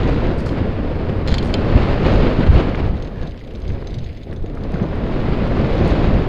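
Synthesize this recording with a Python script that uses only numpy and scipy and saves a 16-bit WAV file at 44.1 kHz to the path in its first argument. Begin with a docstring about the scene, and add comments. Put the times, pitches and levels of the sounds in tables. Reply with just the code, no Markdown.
"""Wind buffets a helmet camera and hisses over its case as turbulent eddies swing the air pressure.
The mountain bike beneath jumps, lands with a clatter of chain and frame, runs down a dirt track,
slows through a banked turn and speeds up again. Impacts set the metal ringing in its natural modes;
chain and freewheel tick, and the tyres crunch dry dirt and gravel in showers of tiny impulses.
The closed case muffles the treble and rings faintly."""
import sys
import numpy as np
from scipy import signal
from scipy.fft import rfft, irfft, next_fast_len
from scipy.io import wavfile
from scipy.ndimage import uniform_filter1d, map_coordinates

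SR = 44100
rng = np.random.default_rng(int(sys.argv[2]) if len(sys.argv) > 2 else 0)


def digitize_waveform(pressure):
    """Quantize a signal to 16-bit integers and store it at the path in sys.argv[1].

    Rows of a 2-D input are taken as channels; values are limited to [-1, 1].
    """
    field = np.atleast_2d(pressure).T
    bounded = np.clip(field, -1, 1)
    quanta = np.round(bounded * 32767).astype(np.int16)
    wavfile.write(sys.argv[1], SR, quanta)


N = 276948
TIME = np.arange(N) / SR
ATTACK_S = .0005  # rise of a metal contact
# Spectrum of a fine metallic tick. Each row: frequency in Hz, level in dB.
TICK_SPECTRUM = [(1500, -22.5), (4500, 12.5), (6000, 1.5), (7500, -0.5), (9000, -6.5), (10500, -12),
                 (12000, -12.5), (15500, -26.5)]
# Sideways scrub of the tyres in the turn. Each row: time in seconds, level in dB.
TYRE_SCRUB = [(2.951, -58.5), (3.1, -55.5), (3.4, -51), (3.7, -55.5), (4.05, -49), (4.3, -57.5),
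              (4.45, -79), (4.65, -63), (4.901, -62)]


def wind(buffet_db=-20, roar_db=-21.5, hiss_db=-34, fine_db=-45, flutter_db=.75, ripple_db=1.17):
    """Turbulence: big eddies thump the microphone port, smaller ones roar, and both chop the hiss."""
    # Spectra of the three eddy sizes. Each row: frequency in Hz, level in dB.
    eddy_spectrum = [(5, -3.5), (14, -2.5), (28, 1.5), (55, -2), (90, -2.5), (140, -9.5), (230, -25.5),
                     (600, -70.5), (2000, -120)]
    roar_spectrum = [(40, -22.5), (100, -6.5), (160, 0), (240, -2), (380, -5.5), (500, -7), (680, -13),
                     (900, -24), (1500, -36), (4000, -73), (8000, -120)]
    hiss_spectrum = [(250, -23.5), (700, 5), (1000, 6), (1500, 2), (2300, -2.5), (3200, -10.5), (4100, -16),
                     (5000, -17), (5700, -28.5), (7000, -35), (8200, -39.5), (10000, -53.5), (12000, -55),
                     (15500, -58.5)]
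    # Gusts on the headwind. Each row: centre in seconds, airflow lift in dB, length in seconds.
    gusts = [(.59, 2.5, 0.11), (1.096, 4.5, 0.013), (1.75, 1.5, 0.047), (1.82, 4, 0.082),
             (1.91, 3.5, 0.067), (2.08, 4.5, 0.12), (2.25, 4, 0.21), (2.415, 4, 0.049), (2.47, 4.5, 0.017),
             (2.58, 5.5, 0.11), (2.68, 3, 0.028), (2.8, 4, 0.035), (2.86, 4, 0.043), (3.23, 5.5, 0.1),
             (4.32, 7, 0.072), (4.82, 2.5, 0.027), (5.12, 2, 0.06), (5.35, 1, 0.043)]
    # Large eddies and lulls. Each row: centre in seconds, buffet and roar lifts in dB, length in seconds.
    thumps = [(0.074, 3, 1.5, 0.099), (0.313, 2, 1, 0.17), (1.752, 9, 1.5, 0.071), (1.86, 1.5, -2.5, 0.13),
              (2.19, 5, 1.5, 0.2), (2.502, 1, -6, 0.053), (2.53, 12, -0.5, 0.1), (2.787, 0, -5.5, 0.041),
              (2.898, 8, -1, 0.13), (3.078, -2.5, -1, 0.16), (3.203, 4, -2.5, 0.049),
              (3.395, -7, -3.5, 0.06), (3.702, 8, 1, 0.12), (4.003, 5.5, 1.5, 0.26), (4.427, 10, -1, 0.059),
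              (4.615, 0, 0.5, 0.11), (4.73, 0, 1, 0.049), (4.836, -1, 3.5, 0.067), (5.207, 5, -2, 0.037),
              (5.605, 2, 2, 0.12), (5.86, 3.5, 2.5, 0.17), (6.017, 1, 3, 0.028), (6.128, 5, 3, 0.13)]
    flow_db = pace() + swells(gusts)
    eddies = steadied(noise(eddy_spectrum), seconds=.1)
    swirl = steadied(noise(roar_spectrum), seconds=.18)
    flutter = flutter_db * wobble(rate=55)
    chop = amp(flutter + ripple_db * unit(eddies + swirl))
    thump_db = swells([(s, db, length) for s, db, _, length in thumps])
    surge_db = swells([(s, db, length) for s, _, db, length in thumps])
    # each band grows with the airflow at its own rate
    buffet = amp(buffet_db + .64 * flow_db + thump_db + wobble(rate=16)) * eddies
    roar = amp(roar_db + .92 * flow_db + surge_db + 1.3 * flutter) * swirl
    hiss = amp(hiss_db + 1.27 * flow_db) * unit(noise(hiss_spectrum) * chop)
    # the fastest air sheds the finest eddies, so the hiss brightens as it swells
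    fine_spectrum = [(1200, -5.5), (2600, 7), (4500, -2), (5700, -22), (7200, -21), (9500, -52),
                     (13000, -52)]
    fine = amp(fine_db + 1.86 * flow_db) * unit(noise(fine_spectrum) * chop)
    return buffet + roar + hiss + fine


def pace(cruise_db=-23):
    """Airflow follows speed: the headwind in dB relative to cruising, which drives wind and tyres."""
    # The steady headwind. Each row: time in seconds, level in dB.
    headwind = [(0.0, -20.5), (0.29, -22), (0.39, -25), (1.26, -25), (1.7, -21), (2.2, -22), (2.68, -23),
                (3.0, -29.5), (3.42, -39.5), (3.75, -33), (4.21, -42.5), (4.71, -28.5), (5.3, -22.5),
                (6.06, -20), (6.28, -22.5)]
    return curve(headwind) - cruise_db


def puffs(level_db=-1, cycles=1.14):
    """A small eddy swings the pressure at the port once or twice, forming a wave packet."""
    # Each row: centre in seconds, relative level in dB, pitch in Hz.
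    small_eddies = [(.618, -7.5, 237), (1.098, -8.5, 140), (1.259, -13, 70), (2.39, -3, 195),
                    (4.747, -9.5, 148), (4.821, -5.5, 139), (4.837, -17, 190)]
    track = np.zeros(N)
    for s, db, hz in small_eddies:
        turns = (TIME - s) * hz
        envelope = amp(db + level_db) * np.exp(-(2 * turns / cycles) ** 2)
        track += envelope * np.sin(2 * np.pi * (turns + rng.random()))
    return track


def clacks(level_db=2, body_db=2, crack_t60=.016, rebound_s=.0035, rebound_db=-14):
    """Impact excites modes: the chain cracks on the frame, rebounds, and damps the ring by contact."""
    # Each row: start in seconds, relative peak, body and snap levels in dB, favoured pitch in Hz,
    # extra damping in dB per second.
    blows = [(0.491, -25.5, -2, -10, 3400, 300), (1.275, -22.5, -6.5, -1.5, 3800, 300),
             (1.282, -17.5, -1, -2, 3500, 100), (1.29, -25.5, -5, -2, 4100, 100),
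             (1.3036, -28, -7, 2, 3400, 100), (1.316, -21.5, -2, -6, 4400, 100),
             (1.324, -20.5, -1.5, -2, 3900, 0), (1.341, -13.5, 2, 4, 3320, 200),
             (1.348, -25, -2, 1.5, 4400, 400), (1.3823, -15.5, -12.5, -2, 4500, 0),
             (1.427, -26.5, -13.5, 0, 4200, 400), (1.5402, -11.5, -12, -2.5, 3240, 120)]
    # Modes of the bike. Each row: frequency in Hz, level in dB, t60 in seconds.
    frame_modes = [(1430, -21, .03), (2370, -9, .035), (2600, -8, 0.035), (3170, -2, 0.068),
                   (3340, -3, .028), (3520, -5, 0.05), (4110, -1, 0.066), (4450, 1, 0.024),
                   (4950, -2.5, 0.026), (6360, -17, .03), (7000, -10, 0.024), (8420, -24, 0.032)]
    # Spectra of the crack and the dull knock. Each row: frequency in Hz, level in dB.
    snap_spectrum = [(300, -21), (1400, -8.5), (2400, -3), (3200, 0.5), (4400, 1.5), (5200, -4),
                     (5700, -16), (7000, -9), (8000, -21), (9800, -27.5), (11500, -39), (14300, -29),
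                     (15400, -38.5)]
    body_spectrum = [(400, -23.5), (1400, 1.5), (2300, 3.5), (3500, -18), (7000, -48)]
    track, t = np.zeros(N), np.arange(SR // 6) / SR
    for s, db, dull_db, snap_db, ring_hz, damping in blows:
        contact = burst(t, crack_t60)
        contact += amp(rebound_db) * np.pad(burst(t, crack_t60), (int(rebound_s * SR), 0))[:len(t)]
        snap = amp(snap_db) * unit(coloured(contact, snap_spectrum))
        body = amp(body_db + dull_db) * unit(coloured(burst(t, t60=.01), body_spectrum))
        # the spot that is hit favours the modes near one pitch
        modes = [(hz, level + 3.5 * np.exp(-((hz - ring_hz) / 260) ** 2), t60)
                 for hz, level, t60 in frame_modes]
        ring = unit(ringing(t, modes, detune=.009) * amp(-damping * t))
        add(track, s, db + level_db, (ring + snap + body) * (1 - np.exp(-t / ATTACK_S)))
    return track


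def jolts(rise_s=.0033):
    """The landing jolts the helmet: each impulse is one low push with no oscillation."""
    # Each row: start in seconds, peak in dB.
    pushes = [(1.282, -11), (1.321, -6), (1.339, -17)]
    track, u = np.zeros(N), np.arange(SR // 20) / SR / rise_s
    for s, db in pushes:
        add(track, s, db, u ** 2 * np.exp(-2 * u))
    return track


def thuds():
    """Wheels strike ruts: a soft impact puts its energy at low frequencies."""
    # Each row: start in seconds, relative peak in dB.
    ruts = [(3.824, -24.5), (4.269, -22), (4.298, -24), (4.441, -15.5), (4.499, -24), (4.651, -21)]
    # Each row: frequency in Hz, level in dB.
    thud_spectrum = [(150, -3), (350, 2.5), (540, -2), (750, -11), (1200, -36), (3000, -58), (8000, -75)]
    return taps(ruts, thud_spectrum, t60=.034, level_db=1)


def stones(level_db=-1, t60=.021):
    """Sudden release: a stone squeezed from under the tyre gives a dull pop."""
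    # Each row: start in seconds, relative peak in dB, pitch in Hz.
    pops = [(0.4663, -19, 1400), (2.4713, -37, 1250), (2.69, -24, 1720), (2.747, -16, 1530),
            (3.376, -35, 2800), (3.51, -34, 2840), (3.653, -31, 2120), (3.702, -28.5, 1770),
            (3.825, -27.5, 1200), (4.326, -29, 1650), (4.498, -35, 2500), (4.572, -27.5, 1180),
            (4.741, -27, 1700), (4.7585, -24.5, 1490), (4.783, -39, 1990), (4.798, -27, 1690),
            (4.9297, -24, 1080)]
    track, t = np.zeros(N), np.arange(SR // 10) / SR
    for s, db, hz in pops:
        spectrum = [(hz / 4, -20), (hz, 0), (hz * 2, -14), (hz * 4, -48), (SR / 2, -80)]
        add(track, s, db + level_db, coloured(burst(t, t60), spectrum))
    return track


def tyres(level_db=-52, bed_db=-1, bumps_db=3, take_off_s=.55, landing_s=1.255, contact_s=.03):
    """Brittle fracture: knobs crush dry dirt over a bed of friction noise, silent in the jump."""
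    # Load at take-off, landing, dips and turn. Each row: centre in seconds, lift in dB, length in seconds.
    presses = [(.05, 6, 0.2), (1.305, 19.5, 0.16), (1.83, 5, 0.17), (2.13, 14, 0.24), (2.58, 8, 0.085),
               (5.85, 9.5, 0.5)]
    # Each row: frequency in Hz, level in dB.
    dirt_spectrum = [(300, 4), (600, -14), (1000, -17), (1750, 0), (2700, -2.5), (3800, 2.5), (5000, -9),
                     (5700, -14.5), (6800, -15), (7800, -35), (9500, -28.5), (12000, -53), (15500, -53.5)]
    grounded = np.clip(np.maximum(take_off_s - TIME, TIME - landing_s) / contact_s, 0, 1)
    load = grounded * amp(level_db + .4 * pace() + swells(presses))
    crunch = unit(coloured(crunching(per_s=130, t60=.0071, size_db=7), dirt_spectrum))
    bed = amp(bed_db) * noise(dirt_spectrum)
    return load * unit((crunch + bed) * amp(bumps_db * wobble(rate=33)))


def rattles(level_db=2, ping_db=-2):
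    """Loose links collide: friction gives a scrape and the steel's modes a faint ping."""
    # Each row: start in seconds, relative peak in dB, favoured pitch in Hz, scrape t60 in seconds.
    loudest = [(3.023, -33, 5300, .03), (3.046, -40, 4800, 0.032), (3.073, -40, 3700, .045),
               (3.229, -38, 4800, .02), (3.272, -37.5, 4670, .035), (3.309, -38.5, 4400, 0.024),
               (3.393, -50, 5200, .012), (3.472, -48, 4650, .012), (3.5517, -38.5, 5800, .03),
               (3.6184, -39, 4300, .035), (3.678, -35, 5000, .03), (3.8716, -30, 4100, .022),
               (3.9032, -42.5, 4500, 0.035), (3.941, -33.5, 4100, .035), (3.985, -35.5, 4500, 0.044),
               (4.042, -39.5, 3500, 0.072), (4.172, -43, 5270, .06), (4.232, -39, 3500, .05),
               (4.361, -41, 3500, .035), (4.636, -36.5, 4700, .03), (4.74, -39, 4300, .012),
               (4.826, -43, 6000, .05)]
    # Modes of chain and cables. 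Each row: frequency in Hz, level in dB, t60 in seconds before damping.
    link_modes = [(1700, -9, .04), (2150, -6, .04), (3480, -1, .04), (3750, -2, .035), (4110, -1, .05),
                  (4850, -2, .03), (6300, -6, .075), (6930, -15, .035)]
    # Each row: frequency in Hz, level in dB.
    scrape_spectrum = [(800, -33), (2000, 0), (3600, 11), (5000, 3.5), (5700, -5), (6400, -10.5),
                       (7400, -6.5), (8300, -20), (10000, -20.5), (12000, -32), (15500, -35.5)]
    track, t = np.zeros(N), np.arange(SR // 6) / SR
    for s, db, hz, t60 in loudest + jostles():
        ping = amp(ping_db - 150 * t) * ringing(t, link_modes, detune=.022)
        scrape = unit(coloured(burst(t, t60), scrape_spectrum))
        contact = (ping + scrape) * (1 - np.exp(-t / ATTACK_S))
        add(track, s, db + level_db, coloured(contact, [(hz / 1.3, -3), (hz, 0), (hz * 1.3, -2)]))
    return track


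def jostles(start_s=3.2, end_s=4.9, per_s=9, base_db=-47, spread_db=3):
    """Irregular forcing: the bumpy turn shakes the slack chain, giving rows of faint rattles."""
    beats = np.arange(start_s, end_s, 1 / per_s)
    chance = rng.uniform(-.86, 1, (len(beats), 4))
    return [(s + .5 * late / per_s, base_db + spread_db * size, 3600 * 1.5 ** pitch, .025 * 2 ** life)
            for s, (late, size, pitch, life) in zip(beats, chance)]


def gravel():
    """Granular friction: loose stones grind under the leaning tyres."""
    # Each row: frequency in Hz, level in dB.
    gravel_spectrum = [(500, -16), (1200, -6.5), (2000, 10.5), (3300, 3.5), (5000, -1), (5700, -20.5),
                       (6400, -20), (7400, -21), (8000, -25), (9000, -26.5), (11000, -31), (15000, -31)]
    grains = crunching(per_s=420, t60=.05, size_db=3)
    return amp(curve(TYRE_SCRUB)) * unit(coloured(grains, gravel_spectrum))


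def pebbles(per_s=32, lift_db=11, spread_db=5, pitch_hz=2900, octaves=.5, t60=.009):
    """Random collisions: pebbles click at their own pitches, louder the more the tyres scrub."""
    track, t = np.zeros(N), np.arange(SR // 40) / SR
    times, scrub_db = np.transpose(TYRE_SCRUB)
    count = int(per_s * (times[-1] - times[0]))
    for when, size, pitch in rng.uniform(-1, 1, (count, 3)):
        s = np.interp(when, [-1, 1], [times[0], times[-1]])
        hz = pitch_hz * 2 ** (octaves * pitch)
        spectrum = [(hz / 3, -22), (hz / 1.4, -9), (hz, 0), (hz * 1.4, -10), (SR / 2, -65)]
        click = coloured(burst(t, t60), spectrum)
        add(track, s, np.interp(s, times, scrub_db) + lift_db + spread_db * size, click)
    return track


def ticks(level_db=6, ping_db=-1):
    """Brief contact excites high modes: fine metallic ticks and the jingle of chain or freewheel."""
    # Each row: start in seconds, relative peak in dB.
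    # The tick at 2.541 s stands for the sharp crackle of a wind thump overloading the microphone.
    onsets = [(0.383, -47), (0.404, -46), (0.463, -42), (1.439, -46), (1.4485, -41), (1.457, -42),
              (1.466, -45), (2.541, -45), (3.302, -57), (3.538, -57), (3.584, -57), (3.602, -52),
              (4.241, -60), (4.331, -51), (4.339, -52), (4.423, -59.5), (4.429, -58), (4.5523, -47.5),
              (4.577, -58), (4.72, -46), (4.955, -52), (5.475, -48.5), (5.7334, -46), (5.8788, -39),
              (5.891, -49.5)]
    # Modes of thin metal. Each row: frequency in Hz, level in dB, t60 in seconds.
    ping_modes = [(5450, 1, .011), (6250, -3, .012), (8600, -3, .011), (9100, -4, .011), (10000, -7, .009)]
    track, t = np.zeros(N), np.arange(SR // 10) / SR
    for s, db in onsets:
        click = unit(coloured(burst(t, t60=.011), TICK_SPECTRUM))
        ping = amp(ping_db) * ringing(t, ping_modes, detune=.025)
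        add(track, s, db + level_db, click + ping)
    return track


def fizz():
    """Dense impulses merge into noise: a short, high fizz of fine freewheel or chain ticks."""
    # Each row: start in seconds, relative peak in dB.
    flurries = [(.088, -50.5), (.388, -46), (.459, -42.5), (1.355, -50), (1.44, -54), (1.47, -46)]
    return taps(flurries, TICK_SPECTRUM, t60=.29, level_db=7)


def brake(pitch_hz=1690, width_hz=140):
    """Friction from a brushing pad keeps one broad mode of the rotor whining."""
    # Each row: time in seconds, level in dB.
    rub = [(3.08, -79), (3.15, -52), (3.24, -47), (3.36, -70)]
    whine = filtered(rng.standard_normal(N), lambda f: resonance(f, pitch_hz, width_hz) ** 2)
    return amp(curve(rub)) * unit(whine)


def crunching(per_s, t60, size_db):
    """Shot noise: crumbs break at random, each into a decaying shower of grains."""
    crumbs = (rng.random(N) < per_s / SR) * amp(size_db * (2 * rng.random(N) - 1))
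    t = np.arange(SR // 15) / SR
    crushing = signal.fftconvolve(crumbs, amp(-60 * t / t60))[:N]
    return crushing * (rng.random(N) < 4000 / SR) * rng.uniform(-1, 1, N)


def ringing(t, modes, detune):
    """A sum of damped modes, rms 1; every blow varies their strengths and pitches a little."""
    ring = np.zeros(len(t))
    for hz, db, t60 in modes:
        turns = hz * (1 + detune * rng.standard_normal()) * t + rng.random()
        ring += amp(db + 2 * rng.standard_normal() - 60 * t / t60) * np.sin(2 * np.pi * turns)
    return unit(ring)


def taps(rows, spectrum, t60, level_db):
    """Small contacts, each a filtered noise burst."""
    track, t = np.zeros(N), np.arange(SR // 10) / SR
    for s, db in rows:
        add(track, s, db + level_db, coloured(burst(t, t60), spectrum))
    return track


def burst(t, t60):
    """White noise decaying by 60 dB in t60 seconds."""
    return rng.standard_normal(len(t)) * 1e3 ** (-t / t60)


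def noise(points):
    """Coloured noise of rms 1."""
    return unit(coloured(rng.standard_normal(N), points))


def coloured(x, points):
    """x through a minimum-phase filter whose (Hz, dB) points are joined on a log axis."""
    m = next_fast_len(len(x) + SR // 8) * 2
    hz, db = np.transpose(points)
    gain = amp(np.interp(np.log(np.fft.rfftfreq(m, 1 / SR) + 1), np.log(hz + 1), db))
    cepstrum = irfft(np.log(gain + 1e-7))
    cepstrum[1:m // 2] *= 2  # folding makes the filter causal
    cepstrum[m // 2 + 1:] = 0
    return irfft(rfft(x, m) * np.exp(rfft(cepstrum)))[:len(x)]


def filtered(x, response):
    """x through a frequency response."""
    m = next_fast_len(len(x) + SR // 2)
    return irfft(rfft(x, m) * response(np.fft.rfftfreq(m, 1 / SR)), m)[:len(x)]


def resonance(f, hz, width):
    """Band-pass response of a damped oscillator."""
    return 1j * f * width / (hz ** 2 - f * f + 1j * f * width)


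def steadied(x, seconds):
    """x over its running rms: slow swells go, fast lumps stay."""
    power = uniform_filter1d(x ** 2, max(int(seconds * SR), 2))
    return x / np.sqrt(np.abs(uniform_filter1d(power, SR // 30)) + 1e-9)


def wobble(rate):
    """A smooth random curve, rate knots a second."""
    return map_coordinates(rng.standard_normal(int(N * rate / SR) + 4), [TIME * rate])


def swells(rows):
    """Lift in dB from Gaussian bumps."""
    return sum(db * np.exp(-(2 * (TIME - s) / length) ** 2) for s, db, length in rows)


def curve(rows):
    """(seconds, value) points joined by straight lines."""
    return np.interp(TIME, *np.transpose(rows))


def add(track, s, db, sound):
    """Mix a sound in at time s with the given peak level."""
    part = track[max(round(s * SR), 0):][:len(sound)]
    part += (amp(db) * sound / np.abs(sound).max())[:len(part)]


def amp(db):
    """Decibels to gain."""
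    return 10 ** (np.asarray(db) / 20)


def unit(x):
    """Scale to rms 1."""
    return x / np.sqrt(np.mean(x ** 2) + 1e-20)


def scene():
    """Superposition: air, ground and bike add in one channel."""
    mix = fizz() + thuds() + wind() + puffs() + tyres() + gravel() + pebbles()
    mix += brake() + clacks() + jolts() + stones() + rattles() + ticks()
    return mix[None]


def record(dry, self_noise_db=-73, top_hz=15400):
    """Cavity resonance rings the case; the electronics hiss, round the largest peaks and cut the top."""
    # Modes of the hollow case. Each row: frequency in Hz, bandwidth in Hz, level in dB.
    case_modes = [(4370, 20, -17.5), (6300, 83, -10), (6700, 79, -15.5), (8900, 94, -14)]
    case = lambda f: 1 + sum(amp(db) * resonance(f, hz, width) for hz, width, db in case_modes)
    inside = filtered(dry[0], case) + amp(self_noise_db) * rng.standard_normal(N)
    rounded = inside / (1 + inside ** 8) ** (1 / 8)
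    return filtered(rounded, lambda hz: hz < top_hz)[None]


dry = scene()
out = record(dry)
digitize_waveform(out)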